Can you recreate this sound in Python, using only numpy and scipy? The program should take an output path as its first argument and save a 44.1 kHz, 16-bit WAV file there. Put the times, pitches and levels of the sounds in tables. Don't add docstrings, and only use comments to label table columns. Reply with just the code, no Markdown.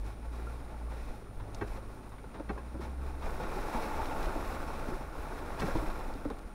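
import sys
import numpy as np
from scipy import signal
from scipy.fft import rfft, irfft, next_fast_len
from scipy.io import wavfile
from scipy.ndimage import uniform_filter1d

SR = 44100
rng = np.random.default_rng(int(sys.argv[2]) if len(sys.argv) > 2 else 0)


def wav_record(signal):
    frames = np.transpose(np.atleast_2d(signal))
    bounded = np.clip(frames, -1, 1)
    quanta = np.round(bounded * 32767).astype(np.int16)
    wavfile.write(sys.argv[1], SR, quanta)


def volts_from_decibels(level):
    exponent = np.asarray(level, float) / 20
    return 10 ** exponent


N = 288414

# f/Hz, level/dB
MUD_SPECTRUM = [(24, -41), (40, 2), (81, -5.5), (102, -7.5), (302, -8.5), (614, -11), (877, -12.5),
                (981, -16.5), (1400, -17), (1690, -23.5), (3500, -43), (4550, -87), (7700, -120)]


def rms_one(x):
    return x / np.sqrt(np.mean(x ** 2) + 1e-20)


def in_time(rows):
    s, *columns = np.transpose(rows)
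    return [np.interp(np.arange(N) / SR, s, column) for column in columns]


def at_hz(points, hz):
    points_hz, points_db = np.transpose(points)
    return np.interp(np.log(hz), np.log(points_hz), points_db)


def drift(rate_hz):
    hop = 40
    r = np.exp(-2 * np.pi * rate_hz * hop / SR)
    noise = rng.standard_normal(N // hop + 2002)
    slow = signal.lfilter([1], [1, -2 * r, r * r], noise)[2000:]
    return np.interp(np.arange(N) / hop, np.arange(len(slow)), rms_one(slow))


def ring(x, hz, t60):
    r, w = volts_from_decibels(-60 / (t60 * SR)), 2 * np.pi * hz / SR
    return signal.lfilter([0, np.sin(w)], [1, -2 * r * np.cos(w), r * r], x)


def resonance(x, hz, width_hz):
    r = np.exp(-np.pi * width_hz / SR)
    zeros = np.array([1, 0, -1]) * (1 - r * r) / 2
    poles = [1, -2 * r * np.cos(2 * np.pi * hz / SR), r * r]
    return signal.lfilter(zeros, poles, x)


def colour(x, spectrum):
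    size = next_fast_len(len(x))
    hz = np.maximum(np.arange(size // 2 + 1) * SR / size, 1)
    return irfft(rfft(x, size) * volts_from_decibels(at_hz(spectrum, hz)), size)[:len(x)]


def one_in_band(x, band_hz):
    inside = signal.sosfilt(signal.butter(4, band_hz, "band", fs=SR, output="sos"), x)
    return x / np.std(inside)


def grains(per_s, spread_db):
    sizes = volts_from_decibels(spread_db * np.minimum(rng.exponential(1, N), 5)) * rng.choice([-1, 1], N)
    return rms_one(sizes * (rng.random(N) < per_s / SR))


def add(out, s, sound):
    i = round(s * SR)
    out[i:i + len(sound)] += sound[:N - i]


def engine():
    # t/s, f/Hz, firing tone level/dB
    firing_rows = [(0.03, 49, -34.5), (0.16, 54.1, -47), (0.29, 56.3, -38.5), (0.55, 57.94, -39.5),
                   (0.68, 58.1, -46), (0.83, 56.5, -37.5), (0.96, 56.6, -37.5), (1.18, 52.75, -51),
                   (1.46, 50.8, -48), (1.72, 51.96, -42.5), (1.95, 52.1, -51), (2.22, 52.72, -49.5),
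                   (2.37, 54.5, -53), (2.5, 56, -40), (2.65, 60.3, -43), (3.02, 66.9, -38),
                   (3.41, 71.5, -47), (3.75, 75.2, -67), (3.98, 75.1, -44), (4.25, 73.3, -57),
                   (4.58, 71.6, -45), (4.97, 75.8, -54.5), (5.49, 73.6, -50.5), (5.62, 64.9, -43.5),
                   (5.75, 53.4, -43), (5.88, 47.5, -44), (6.14, 48.5, -47.5), (6.53, 47.6, -50)]
    # f/Hz, level/dB before the load's swing
    octave_pipe = [(90, -74), (97, -61.5), (101, -50), (106, -56), (113, -60.5), (122, -60), (150, -72)]
    # f/Hz, level/dB
    crank_body = [(30, -44), (36, -62), (42, -65), (48, -53.5)]
    firing_hz, tone_db = in_time(firing_rows)
    load_share = 0.35
    octave_db = at_hz(octave_pipe, 2 * firing_hz) + load_share * (tone_db - tone_db.mean())
    crank_db = at_hz(crank_body, firing_hz * 2 / 3) + 2.5 * drift(5.3)

    phase = 2 * np.pi * np.cumsum(firing_hz * (1 + 0.0069 * drift(8.1))) / SR
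    tone = volts_from_decibels(tone_db + 1.1 * drift(27)) * np.sin(phase)
    octave = volts_from_decibels(octave_db + 3.84 * drift(19.3)) * np.sin(2 * phase)
    crank = volts_from_decibels(crank_db + 8.3 * drift(21)) * np.sin(phase * 2 / 3)

    fan_phase = 2 * np.pi * 138.8 * np.cumsum(1 + 0.0092 * drift(3.8)) / SR
    fan = volts_from_decibels(-62 + 2.0 * drift(2.1)) * np.sin(fan_phase)
    turbulence = rms_one(resonance(rng.standard_normal(N), 216, 100))
    turbulence = turbulence * volts_from_decibels(-56.5 + 0.7 * drift(14))
    return np.sqrt(2) * (tone + octave + crank + fan) + turbulence


def slush_and_splashes():
    # t/s, churn level/dB in 0.2-1.8 kHz before swells and squelch
    slush_rows = [(0, -55.5), (0.7, -50.5), (1.3, -55.5), (1.6, -50), (1.86, -52), (2.27, -53.5),
                  (2.75, -53.5), (3.0, -50), (3.2, -48.5), (3.26, -43), (3.64, -40), (3.9, -38.5),
                  (4.26, -38.5), (4.58, -41), (4.9, -40.5), (5.12, -47), (5.21, -43.5), (5.56, -42.5),
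                  (5.9, -40.5), (6.29, -49.5), (6.36, -50.5), (6.54, -53)]
    # t/s, swell level/dB, length t/s, finest spray's swell level/dB
    splash_rows = [(0.038, 4.5, 0.07, 11), (0.312, 2.5, 0.23, 6.5), (0.888, 3.5, .29, 7.5),
                   (1.391, 2, 0.045, -7), (1.53, 2, 0.11, 3), (1.66, 2.5, 0.11, 7), (2.07, -1.5, 0.043, 3),
                   (2.333, 5, 0.058, -13), (2.49, 2.5, 0.16, 1), (2.797, 6, 0.062, 9.5), (3.05, 2, .06, 0),
                   (3.21, 1, 0.067, 0.5), (3.405, 3.5, 0.032, -2), (3.722, 1, 0.13, 2.5),
                   (4.856, -0.5, 0.17, 0), (5.582, 3, 0.1, 6), (5.688, 2, 0.079, 2.5)]
    rise_s, fall_s = 0.015, 0.021
    t = np.arange(N) / SR
    s, db, length, fine_db = np.transpose(splash_rows)[:, :, None]
    rise = np.clip((t - s) / rise_s, 0, 1)
    shape = rise * np.exp(-np.maximum(t - s - length, 0) / fall_s)
    work_db = in_time(slush_rows)[0] + 48
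    return work_db, np.sum(db * shape, axis=0), np.sum(fine_db * shape, axis=0)


def churn(clumps):
    # f/Hz, width f/Hz, unscaled level/dB
    hollows = [(250, 180, -19.5), (876, 70, 9.5), (1096, 79, 11), (1380, 124, 2), (2520, 260, -46)]
    work_db, swell_db, _ = slush_and_splashes()
    mud = rng.standard_normal(N) + 0.5 * grains(1300, spread_db=2.5)
    top_db = max(db for hz, width_hz, db in hollows)
    hollow = 0
    for hz, width_hz, db in hollows:
        gain = volts_from_decibels(0.35 * (db - top_db))
        hollow = hollow + gain * resonance(mud * volts_from_decibels(2.2 * drift(12)), hz, width_hz)
    gurgle = 0
    for hz in np.geomspace(300, 2700, num=16):
        bubbles = ring(grains(70, spread_db=2.5), hz, 10.8 / hz)
        gurgle = gurgle + rms_one(bubbles) * np.sqrt(hz / 900)
    mud = mud + 2.17 * hollow + 0.15 * gurgle

    level_db = work_db + swell_db - 48 + 0.5 * clumps + 0.6 * drift(40)
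    out = one_in_band(colour(mud, MUD_SPECTRUM), (200, 1800)) * volts_from_decibels(level_db)
    squelch = signal.sosfilt(signal.butter(2, 594, fs=SR, output="sos"), out)
    return out + squelch * (volts_from_decibels(-0.39 * work_db) - 1)


def spray_and_mist(clumps):
    # f/Hz, level/dB
    spray_spectrum = [(1000, -16), (1700, -1), (1850, 0.5), (2060, -0.5), (2440, 1.5), (3030, -10.5),
                      (3820, -5), (4670, -11.5), (5390, -8), (6250, -15), (8000, -24.5), (10400, -35),
                      (17600, -120)]
    mist_spectrum = [(5000, -17), (7000, -5.5), (8500, -4.5), (9600, -4), (10400, -1), (11600, -4),
                     (12400, -7.5), (13600, -9), (14700, -3.5), (15300, -13), (15800, -5)]
    work_db, swell_db, fine_db = slush_and_splashes()
    spray_db = -63.5 + 0.99 * work_db + 1.27 * swell_db + 0.28 * fine_db
    fine_gain = volts_from_decibels(-83) + volts_from_decibels(-76.5 + 1.22 * work_db + fine_db)
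    flicker = drift(30)
    drops = rng.standard_normal((2, N)) + 0.27 * grains(3000, spread_db=2.5)
    spray = one_in_band(colour(drops[0], spray_spectrum), (2000, 7000))
    fine = one_in_band(colour(drops[1], mist_spectrum), (10000, 15000))
    spray = spray * volts_from_decibels(spray_db + 0.9 * clumps + 0.9 * flicker)
    fine = fine * fine_gain * volts_from_decibels(0.4 * clumps + 0.6 * flicker + 0.4 * drift(30))
    return spray + fine


def tyres():
    clumps = drift(14.7)
    return churn(clumps) + spray_and_mist(clumps)


def rumble():
    # f/Hz, level/dB
    shake_spectrum = [(6, 7), (10, 11), (20, 19.5), (28, 14.5), (45, 6.5), (60, -43.5)]
    # t/s of the peak, peak level/dB, t/s from the peak to 1/e
    jolt_rows = [(0.0, -39, 0.019), (0.414, -56, 0.028), (0.623, -51, 0.049), (1.07, -47, 0.12),
                 (1.397, -46, 0.053), (1.577, -46, 0.028), (1.734, -42, 0.042), (1.913, -47, 0.058),
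                 (3.076, -42.5, 0.052), (3.293, -40, 0.089), (3.57, -41, 0.065), (3.76, -47, 0.051),
                 (4.232, -36, 0.052), (4.492, -44, 0.097), (4.831, -50, 0.058), (4.957, -44, 0.026),
                 (5.21, -41, 0.038), (5.804, -34.5, 0.096), (6.093, -45, 0.13)]
    t = np.arange(N) / SR
    low = colour(rng.standard_normal(N), shake_spectrum)
    power = uniform_filter1d(low ** 2, size=SR // 8)
    even = low / np.sqrt(power + 0.2 * np.mean(low ** 2))
    work_db = slush_and_splashes()[0]
    gain = volts_from_decibels(-47 + 0.93 * work_db - 0.5 * drift(11.4))
    for s, db, length in jolt_rows:
        gain = gain + volts_from_decibels(db) * np.exp(-((t - s) / length) ** 2)
    return rms_one(even) * gain


def snaps():
    # t/s, level/dB (6.5 dB above the peak), nominal f/Hz
    snap_rows = [(0.0638, -48, 5270), (1.5284, -56, 3100), (1.5465, -32.5, 5200), (1.6795, -42, 4200),
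                 (2.0929, -48, 9160), (3.306, -41, 5460), (4.056, -31, 3260), (4.2285, -32, 4000),
                 (4.2575, -33.5, 3720), (4.881, -46, 3870), (5.5978, -30, 3910), (5.6045, -28.5, 5280),
                 (6.1387, -38.5, 4450), (6.3011, -42, 5650)]
    out, t = np.zeros(N), np.arange(4000) / SR
    for s, db, hz in snap_rows:
        snap = rng.standard_normal(len(t)) * np.exp(-t / 0.0035)
        for _ in range(2):
            snap = resonance(snap, hz * 0.82, 0.87 * hz)
        add(out, s, volts_from_decibels(db - 6.5) * snap / np.abs(snap).max())
    return out


def crunches():
    # t/s, peak level/dB, decay t/s
    crunch_rows = [(0.402, -56, 0.012), (0.9205, -40, 0.021), (1.3977, -41, 0.016), (1.773, -40, 0.0095),
                   (2.0327, -51, 0.012), (2.1198, -42.5, 0.022), (2.182, -44, 0.01), (2.2433, -59, 0.012),
                   (2.344, -39.5, 0.031), (2.5772, -57, 0.012), (2.8154, -43, 0.0075), (2.8398, -55, 0.012),
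                   (3.2237, -35, 0.014), (5.901, -33.5, 0.011), (6.009, -33, 0.01), (6.3016, -33.5, 0.016)]
    # f/Hz, level/dB
    crunch_spectrum = [(500, 6), (1000, 13.5), (2300, -1), (3100, -10), (3800, -5), (5500, -25),
                       (8000, -28)]
    out, t = np.zeros(N), np.arange(4000) / SR
    for s, db, decay_s in crunch_rows:
        crunch = colour(rng.standard_normal(len(t)) * np.exp(-t / decay_s), crunch_spectrum)
        add(out, s, volts_from_decibels(db) * crunch / np.abs(crunch).max())
    return out


def knocks():
    # t/s, peak level/dB, pitch f/Hz, extra level/dB of all modes but the first, grit decay t/s
    knock_rows = [(0.47, -39, 1380, -24, 0.0092), (1.135, -41, 845, -16, 0.0073),
                  (1.779, -40, 536, -17, 0.014), (2.243, -39, 484, -4, 0.0059),
                  (2.401, -30, 304, -6, 0.0098), (2.579, -35.5, 550, 9, 0.011),
                  (2.745, -31.5, 315.4, -10, 0.036), (2.795, -32.5, 382, -24, 0.017),
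                  (2.825, -40, 220, -14, 0.025), (3.4, -28, 484, -2, 0.017),
                  (3.564, -30.5, 392, -24, 0.012), (3.745, -31.5, 233, -22, 0.018),
                  (3.751, -29, 900, -27, 0.02), (3.986, -30.5, 890, -24, 0.037),
                  (4.113, -27.5, 880, -25, 0.02), (4.356, -27.5, 299, -10, 0.0066),
                  (4.887, -26, 257, -18, 0.0073), (4.921, -31, 367, -27, 0.019),
                  (5.178, -38, 340, 3, 0.023), (5.633, -26.5, 196, -18, 0.019),
                  (5.686, -26.5, 545, -12, 0.0046), (5.755, -19, 320, -5, 0.0079),
                  (5.825, -30, 310, -13, 0.016), (6.155, -34.5, 277, -11, 0.0087),
                  (6.254, -24, 299, -10, 0.014), (6.306, -29, 269, -3, 0.017)]
    # multiple of the pitch, relative level/dB, 60 dB decay t/s
    stone_modes = [(1, 1, 0.069), (1.9, 12, 0.021), (3.0, 7, 0.021), (4.6, -12.5, 0.027),
                   (.42, -5.5, 0.071)]
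    out, t = np.zeros(N), np.arange(6000) / SR
    soft_s = 0.003
    for s, db, hz, over_db, length in knock_rows:
        grit = rng.standard_normal(len(t)) * np.exp(-t / length)
        push = (t == 0) + 0.039 * grit
        stone = 0
        for k, (multiple, mode_db, t60) in enumerate(stone_modes):
            stone = stone + volts_from_decibels(mode_db + over_db * (k > 0)) * ring(push, hz * multiple, t60)
        stone = stone * (1 - np.exp(-t / soft_s)) ** 2
        knock = rms_one(stone) + 0.5 * rms_one(colour(grit, MUD_SPECTRUM))
        add(out, s - soft_s, volts_from_decibels(db) * knock / np.abs(knock).max())
    return out


def clunks():
    # t/s, peak level/dB, lag scale of the low modes t/s, brightness as level/dB per octave
    clunk_rows = [(1.607, -23, 0.011, -1.5), (2.487, -24.5, 0.016, -1), (5.612, -25, 0.022, 2)]
    # f/Hz, relative level/dB before the brightness, 60 dB decay t/s
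    frame_modes = [(212.8, -3.5, 0.0615), (411, 7, 0.071), (792, 1, 0.055), (1134, -1.5, 0.039),
                   (1336, -12, 0.077), (1583, -3.5, 0.054), (1898, -5.5, 0.027), (2243, -8, 0.025),
                   (2630, -10, 0.063), (3180, -19, 0.017), (3510, -17.5, 0.021), (4200, -18, 0.033),
                   (5370, -26, .02)]
    out, t = np.zeros(N), np.arange(6000) / SR
    for s, db, lag_s, tilt_db in clunk_rows:
        grit = rng.standard_normal(len(t))
        frame = 0
        for hz, mode_db, t60 in frame_modes:
            late = np.maximum(t - lag_s * (np.sqrt(400 / hz) - 0.3), 0) / 0.004
            push = (grit + 0.25 * np.sin(2 * np.pi * hz * t)) * late * np.exp(-late)
            frame = frame + volts_from_decibels(mode_db + tilt_db * np.log2(hz / 400)) * rms_one(ring(push, hz, t60))
        swell = (t / 0.005) ** 3 * np.exp(-t / 0.005)
        crushed = rms_one(colour(grit * swell, MUD_SPECTRUM))
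        clunk = rms_one(frame) + 0.9 * crushed
        add(out, s, volts_from_decibels(db) * clunk / np.abs(clunk).max())
    return out


def scene():
    hits = snaps() + crunches() + knocks() + clunks()
    dull = signal.lfilter([0.3], [1, -0.7], hits)
    for lag_s, db in [(0.018, -20), (0.041, -52)]:
        add(hits, lag_s, volts_from_decibels(db) * dull)
    return (engine() + tyres() + rumble() + hits)[None]


def band_limit(x):
    return signal.sosfilt(signal.butter(12, 15950, fs=SR, output="sos"), x)


def record(dry):
    # f/Hz, rms level/dB
    whine_rows = [(9519, -73.5)]
    t = np.arange(N) / SR
    whine = sum(np.sqrt(2) * volts_from_decibels(db) * np.sin(2 * np.pi * hz * t) for hz, db in whine_rows)
    low_pass = signal.ellip(10, 0.5, 60, 15720, fs=SR, output="sos")
    mix = signal.sosfilt(low_pass, dry + whine * volts_from_decibels(0.5 * drift(7.4)))
    return band_limit(mix)


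dry = scene()
out = record(dry)
wav_record(out)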